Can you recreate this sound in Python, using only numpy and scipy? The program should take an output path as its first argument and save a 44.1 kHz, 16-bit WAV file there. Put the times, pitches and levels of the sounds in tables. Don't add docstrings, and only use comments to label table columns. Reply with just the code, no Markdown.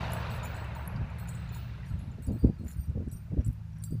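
import sys
import numpy as np
from scipy import signal
from scipy.fft import rfft, irfft
from scipy.io import wavfile
from scipy.ndimage import uniform_filter1d

SR = 44100
rng = np.random.default_rng(int(sys.argv[2]) if len(sys.argv) > 2 else 0)


def transcribe(u):
    v = np.clip(np.atleast_2d(u).T, -1, 1)
    q = np.round(v * 32767).astype(np.int16)
    wavfile.write(sys.argv[1], SR, q)


N = 176400
T = np.arange(N) / SR

# f/Hz, level/dB, t60/s
LINK_MODES = [(6980,-19,0.032),(7020,-7,0.055),(7740,-28,0.055),(8950,-12.5,0.039),(9730,-18,0.014),(10500,-32,0.013),(10980,-14.5,0.023),(11160,-4.5,0.028),(12100,-13,0.02),(14200,-18,0.016)]


def from_db(db):
    return np.exp(np.asarray(db) * (np.log(10) / 20))


def rms_one(x):
    return x / np.sqrt(np.mean(x ** 2) + 1e-20)


def automation(rows):
    times, *columns = np.transpose(rows)
    return [np.interp(T, times, column) for column in columns]


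def noise(spectrum, source=None):
    hz, db = np.transpose(spectrum)
    bins = np.maximum(np.arange(N // 2 + 1) * SR / N, 1)
    source = rng.standard_normal(N) if source is None else source
    eq = from_db(np.interp(np.log(bins), np.log(hz), db, right=-120))
    return rms_one(irfft(rfft(source) * eq, N))


def drift(rate_hz):
    bins = np.arange(N // 2 + 1) * SR / N
    return rms_one(irfft(rfft(rng.standard_normal(N)) / (1 + (bins / rate_hz) ** 2), N))


def evened(x, samples):
    return x / np.sqrt(uniform_filter1d(x * x, samples) + 1e-9)


def add(out, start, sound):
    i = int(np.clip(start * SR, 0, N))
    out[i:i + len(sound)] += sound[:N - i]


def gate(start, hold, attack_s, release_s):
    return np.exp(np.minimum(T - start, 0) / attack_s - np.maximum(T - start - hold, 0) / release_s)


def grit(count=8000, low_hz=150, high_hz=6500, t60_s=.05, range_db=18):
    out, t = np.zeros(N), T[:SR // 25]
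    for when, pitch, size, phase in rng.random((count, 4)):
        hz = low_hz + pitch * (high_hz - low_hz)
        envelope = from_db(range_db * size - 60 * t / t60_s)
        add(out, when * T[-1], envelope * np.sin(2 * np.pi * (hz * t + phase)))
    return rms_one(out)


def rush(grit_db=-5, air_db=-74, flicker_db=.5, grain_db=.5):
    # t/s, low level/dB, middle level/dB, treble level/dB
    faders = [(0.0, -41.5, -43.5, -50.5), (0.17, -42.5, -43.5, -54.5), (0.32, -45, -46.5, -54.5),
              (0.61, -48, -47.5, -61), (1.009, -52, -52.5, -67), (1.26, -56, -54, -66.5),
              (1.57, -69.5, -53.5, -61.5), (1.9, -63.5, -59.5, -68.5), (2.02, -64, -62.5, -70.5),
              (2.57, -69.5, -65.5, -79), (3.539, -71, -69, -84), (4.0, -71.5, -71.5, -85)]
    # f/Hz, level/dB
    low = [(120,-11),(180,3.5),(250,-8.5),(350,-21),(480,-3),(655,2),(760,-3.5),(875,3),(1200,-4.5),(1700,-11.5),(3000,-46)]
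    middle = [(700,-0.5),(1100,-3),(1400,2.5),(1800,-1),(2150,-4),(2450,-2.5),(2700,-6),(3100,-14.5),(4500,-47)]
    treble = [(1800,-4.5),(2400,-4),(2700,5.5),(3200,-2),(3850,1.5),(4500,-4.5),(5300,-11),(6500,-13.5),(9000,-20),(15000,-22.5)]
    air = [(300,-11),(2000,5),(5000,4),(8000,-2),(12000,-5),(15500,-5.5)]
    trims_db = (0, -.5, 2.5)
    crumbs = from_db(grit_db) * grit()
    out = from_db(air_db) * noise(air)
    for fader_db, colour, trim_db in zip(automation(faders), (low, middle, treble), trims_db):
        source = rng.standard_normal(N) + np.roll(crumbs, rng.integers(N))
        level_db = fader_db + trim_db + flicker_db * drift(9.6) + grain_db * drift(290)
        out += from_db(level_db) * noise(colour, source)
    return out


def engine(wander=.006, waver_db=1.2, drone_db=-37, fade_db_per_s=2):
    # t/s, fundamental f/Hz, level/dB
    running = [(0,58.5,-36.5),(.4,58.2,-40.5),(1.0,57.8,-45),(1.5,57.8,-40),(1.9,57.5,-45.5),(2.2,53.5,-46.5),(2.8,53.5,-59),(3.3,54.5,-49),(3.65,54.3,-43),(4,53.5,-35.5)]
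    # multiple, level/dB
    orders = [(1,-19),(2,-2),(3,-9),(4,-23.5)]
    # f/Hz, level/dB
    drone = [(15,-26),(30,-19),(48,-6.5),(70,4),(95,-5),(140,-3.5),(200,-14.5),(280,-28.5),(500,-44.5)]
    hz, db = automation(running)
    phase = 2 * np.pi * np.cumsum(hz * (1 + wander * drift(1.82))) / SR
    hum = np.zeros(N)
    for order, order_db in orders:
        gain = np.sqrt(2) * from_db(db + order_db + waver_db * drift(1.5))
        hum += gain * np.sin(order * phase + 2 * np.pi * rng.random())
    return hum + from_db(drone_db - fade_db_per_s * T) * evened(noise(drone), samples=2000)


def strike(hz, db, t60, t, spin, waver_db=2.6):
    hz, db, t60 = np.array([hz, db, t60])[:, :, None]
    waver = spin[rng.integers(0, N - len(t), hz.shape) + np.arange(len(t))]
    envelopes = from_db(db + waver_db * waver - 60 * t / t60)
    return np.sum(envelopes * np.sin(2 * np.pi * (hz * t + rng.random(hz.shape))), axis=0)


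def clinks(knocks, modes, spin, detune, trim_db=-13.5, crack_db=-8, crack_t60_s=.021):
    pivot_hz, spread_db = 9100, 2.5
    out, t = np.zeros(N), T[:SR // 20]
    hz, mode_db, t60 = np.transpose(modes)
    tilt = .74 * np.tanh(4 * np.log2(hz / pivot_hz))
    crack_noise = noise([(2500, -23), (4000, 2.5), (5500, -4.5), (6800, -5),
                         (10000, 5.5), (12500, -2), (15500, -7.5)])
    crack_envelope = from_db(crack_db - 60 * t / crack_t60_s)
    for start, db, brightness in knocks:
        colour_db = mode_db + brightness * tilt + spread_db * rng.standard_normal(len(hz))
        detuned_hz = hz * (1 + detune * rng.standard_normal(len(hz)))
        ring = strike(detuned_hz, colour_db, t60, t, spin)
        crack = crack_noise[rng.integers(N - len(t)):][:len(t)] * crack_envelope
        add(out, start, from_db(db + trim_db) * (ring + crack))
    return out


def chain(spin, gap_s=.005, uneven_db=1.5):
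    # t/s, length/s, touch level/dB
    rattles = [(0.1,0.044,-46),(0.336,.045,-50),(0.429,.03,-42),(1.269,0.023,-46),(1.543,0.033,-51),(1.86,.04,-53),(2.219,0.023,-48),(2.261,.025,-50),(2.636,.04,-54),(2.687,0.05,-47),(3.108,.025,-49),(3.839,.015,-43)]
    touches = [(start + delay + gap_s * rng.random(), db + uneven_db * rng.standard_normal(), 0)
               for start, length, db in rattles for delay in np.arange(0, length, gap_s)]
    return clinks(touches, LINK_MODES, spin, detune=.12)


def tack(spin, detune=.009):
    # t/s, level/dB, brightness
    knocks = [(.1196,-28,-7),(0.1339,-29,13),(.302,-48,-22),(0.348,-47,14),(.364,-44,15),(.4324,-41,-16),(0.438,-42,1),(0.4496,-27,-7),(.456,-37,9),(.5437,-46,-17),(.565,-40,-4),(.6444,-44,-5),(.7507,-39.5,-8),(.8764,-46,29),(1.1004,-47.5,-4),(1.1852,-45,8),(1.198,-39,7),(1.277,-39,-2),(1.286,-33,-8),(1.291,-30.5,0),(1.35,-42,-13),(1.4905,-54.5,-24),(1.5468,-34.5,-8.5),(1.554,-36,0),(1.565,-40,4),(1.8582,-51,-2),(1.8861,-57,0),(1.992,-44.5,1),(2.1161,-55,-17),(2.2236,-41,11),(2.267,-36,11),(2.3201,-42.5,-9),(2.6479,-49,5),(2.6647,-45,4),(2.6813,-35.5,-16.5),(2.694,-51,9),(2.705,-40,0),(2.713,-32.5,-1)]
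    high_knocks = [(2.472,-59.5,-21),(2.858,-50,1),(2.8968,-55,6),(3.0844,-52,0),(3.1158,-36,0.5),(3.125,-41,-2),(3.14,-50,8),(3.447,-45,-19),(3.463,-39,-6),(3.479,-47,19),(3.5294,-52,18),(3.7843,-50,7),(3.8385,-24.5,6.5),(3.84,-38,2),(3.853,-47,-2),(3.863,-49,-4),(3.908,-46,-5),]
    # f/Hz, level/dB, t60/s
    high_modes = [(7180,-19,0.034),(7730,-4,0.053),(7960,-10,0.057),(8840,-5.5,0.058),(9500,-2.5,0.02),(10200,-19,.015),(11050,-4,0.04),(11400,-14.5,0.049),(12300,-16,0.026),(14600,-26.5,0.017)]
    return clinks(knocks, LINK_MODES, spin, detune) + clinks(high_knocks, high_modes, spin, detune)


def rowel(hits, modes, bands_hz, spin, trim_db, rise_s=.005, stop_t60_s=.11):
    out, t = np.zeros(N), T[:SR // 3]
    hz, mode_db, t60, side = np.transpose(modes)
    attack = 1 - np.exp(-t / rise_s)
    for start, free_s, *band_db, lean_db in hits:
        twin_db = -10 * np.abs(side) * np.log10(1 + from_db(-side * lean_db) ** 2)
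        ring = strike(hz, mode_db + twin_db + np.interp(hz, bands_hz, band_db), t60, t, spin)
        choke_db = -60 * np.maximum(t - free_s, 0) / stop_t60_s
        add(out, start, ring * attack * from_db(trim_db + choke_db))
    return out


def spurs(spin):
    # t/s, free ring/s, level/dB for each band, lean between twins/dB
    first_hits = [(.134,.08,-70,-57.5,-60,-69,-60,-5),(.302,0.082,-63,-61,-61,-64,-61,-13),(.436,.09,-66,-70,-70,-72,-58,-5),(.5437,.15,-64,-60,-68,-71,-65,-17),(.7507,.09,-68,-67,-72,-69,-64,15),(1.1852,0.056,-65.5,-64,-70,-62,-65,4),(1.286,0.19,-68,-53.5,-64,-70,-63,13),(1.517,0.051,-65,-68,-69,-68,-61,5),(1.556,0.13,-65.5,-73,-66,-72,-61,-2),(1.8861,0.09,-71,-72,-73,-75,-80,0),(1.9924,0.11,-71,-78,-66.5,-87,-85,12),(2.2228,.04,-73,-57.5,-68,-76,-68,12),(2.3201,.14,-69,-69,-69,-69,-68.5,6),(2.582,.05,-73.5,-77,-76,-90,-83,12),(2.6813,0.11,-69.5,-77,-60,-68,-71,-3)]
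    second_hits = [(.842,0.065,-78,-66,-84,-80,3),(1.8582,.05,-73,-70,-82,-86,5),(2.2667,0.019,-66.5,-65,-66,-79,5),(2.385,.2,-67,-66,-67.5,-82,8),(2.6653,.1,-80,-68.5,-61,-68,0),(2.762,0.034,-82,-61,-69,-75,0),(2.7931,0.067,-74,-55.5,-57,-70,-9),(3.1173,0.19,-77,-55,-60,-66,5),(3.4461,.13,-83,-63,-68,-67,-7),(3.8167,0.022,-73,-58,-73,-76,2),(3.8387,0.084,-70.5,-63,-61,-63,3),(3.912,.1,-72.5,-62.5,-72,-70,3)]
    # f/Hz, level/dB, t60/s, side of a twin pair (+-1, or 0 if single)
    first_modes = [(4225,0,.4,0),(7970,0,.36,-1),(8076,0,.45,1),(11030,0,.36,1),(11270,0,.26,-1),(13210,-7,.4,0),(13680,-1,.33,0),(15007,0,.55,0)]
    second_modes = [(4700,0,.7,0),(8742,0,.24,-1),(8830,0,.3,1),(12040,0,.33,-1),(12160,0,.33,1),(14450,0,.45,-1),(14697,0,.48,1)]
    first_bands_hz, second_bands_hz = (4200, 8000, 11100, 13500, 15000), (4700, 8800, 12100, 14600)
    return (rowel(first_hits, first_modes, first_bands_hz, spin, trim_db=3)
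            + rowel(second_hits, second_modes, second_bands_hz, spin, trim_db=2.5))


def gusts(lumpy_db=4):
    # t/s, hold/s, rumble level/dB, flutter level/dB
    buffets = [(0.945,0.096,-33.5,-75),(1.008,0.0093,-37,-45),(1.907,.05,-32.5,-59),(1.981,0.17,-41,-53.5),(2.188,0.011,-43,-43),(2.277,0.027,-53,-34.5),(2.308,0.051,-34,-35.5),(2.44,0.019,-18,-26.5),(2.476,0.022,-30.5,-32.5),(2.6,0.065,-37.5,-42.5),(2.764,0.04,-34,-73),(2.885,0.027,-30,-46.5),(2.953,0.076,-34,-38.5),(3.068,0.011,-34,-42),(3.126,0.032,-35,-54),(3.313,0.032,-32,-41.5),(3.371,0.039,-34.5,-35.5),(3.468,0.03,-25.5,-60),(3.913,0.042,-33.5,-44.5),(3.982,.04,-41,-77)]
    # f/Hz, level/dB
    rumble_eq = [(15,-35),(30,-16.5),(50,3),(90,4.5),(140,-3),(200,-10),(300,-31.5),(600,-59)]
    flutter_eq = [(80,-17),(160,2.5),(230,3),(320,-8.5),(500,-14),(700,-26),(1000,-37.5),(2000,-71.5)]
    rumble = evened(noise(rumble_eq), samples=1300)
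    flutter = evened(noise(flutter_eq) * from_db(lumpy_db * drift(60)), samples=1100)
    out = np.zeros(N)
    for start, hold, rumble_db, flutter_db in buffets:
        envelope = gate(start, hold, attack_s=.0056, release_s=.011)
        out += envelope * (from_db(rumble_db) * rumble + from_db(flutter_db) * flutter)
    return out


def clods(width=1.16):
    # t/s, level/dB, f/Hz
    landings = [(.962,-58,4700),(1.561,-48,900),(1.833,-53.5,1880),(1.909,-56,1350)]
    out = np.zeros(N)
    for start, db, hz in landings:
        band = noise([(hz / 2, -35), (hz / width, -14), (hz, 0), (hz * width, -14), (hz * 2, -35)])
        out += from_db(db) * gate(start, 0, attack_s=.002, release_s=.011) * evened(band, samples=600)
    return out


def thumps(width_cycles=.28):
    # centre t/s, level/dB, f/Hz
    eddies = [(2.287,-18,87),(2.3,-32.5,334),(2.4475,-8,233),(2.464,-17,130),(2.486,-29,210),(2.5,-23,264),(2.797,-24,79),(2.898,-23,71.5),(3.007,-32.5,345),(3.078,-28,233),(3.34,-24,196),(3.372,-24,232),(3.393,-14.5,80.5),(3.926,-23.5,210),(3.946,-21,105)]
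    out, t = np.zeros(N), T[:SR // 10]
    for centre, db, hz in eddies:
        cycles = hz * (t - t.mean())
        swing = -np.sin(2 * np.pi * cycles) / np.cosh(cycles / width_cycles)
        add(out, centre - t.mean(), from_db(db) * swing)
    return out


def hooves(hold_s=.018, grain_db=4):
    # t/s, level/dB
    scuffs = [(2.669,-62.5),(3.385,-64.5),(3.76,-68)]
    # f/Hz, level/dB
    dirt_eq = [(400,-35),(900,7),(1600,16.5),(2600,10),(4000,-2),(8000,-16),(15000,-13)]
    dirt = rms_one(noise(dirt_eq) * from_db(grain_db * drift(200)))
    return dirt * sum(from_db(db) * gate(start, hold_s, attack_s=.0045, release_s=.05)
                      for start, db in scuffs)


def bird(length_s=.0232, top_hz=5970, fall_hz=483, trim_db=-2, rough_db=4):
    # t/s, level/dB
    chips = [(2.797,-69),(2.828,-63.5),(2.865,-66),(3.089,-64),(3.124,-60),(3.159,-59.5),(3.4,-68),(3.435,-67),(3.47,-68),(3.724,-69),(3.757,-66),(3.793,-66)]
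    out, progress = np.zeros(N), T[T < length_s] / length_s
    phase = 2 * np.pi * np.cumsum(top_hz - fall_hz * progress) / SR
    chip = np.sin(np.pi * progress) ** 2 * np.sin(phase)
    for start, db in chips:
        add(out, start, from_db(db) * chip)
    return out * from_db(trim_db + rough_db * drift(300))


def echo(x, level_db=-14.5, t60_s=.23):
    t = T[:SR // 5]
    tail = rng.standard_normal(len(t)) * from_db(-60 * t / t60_s)
    return from_db(level_db) * signal.fftconvolve(x, tail / np.linalg.norm(tail))[:N]


def scene():
    spin = drift(rate_hz=30)
    links = tack(spin) + chain(spin)
    rowels = spurs(spin)
    send = links + bird()
    mix = send + echo(send) + rowels + gusts() + thumps() + rush() + engine() + hooves() + clods()
    return mix[None]


def record(dry, fade_s=.008, cutoff_hz=15500):
    fade = np.minimum(np.minimum(T, T[-1] - T) / fade_s, 1)
    lowpass = signal.ellip(12, .2, 80, cutoff_hz, fs=SR, output="sos")
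    return signal.sosfilt(lowpass, dry * fade)


dry = scene()
out = record(dry)
transcribe(out)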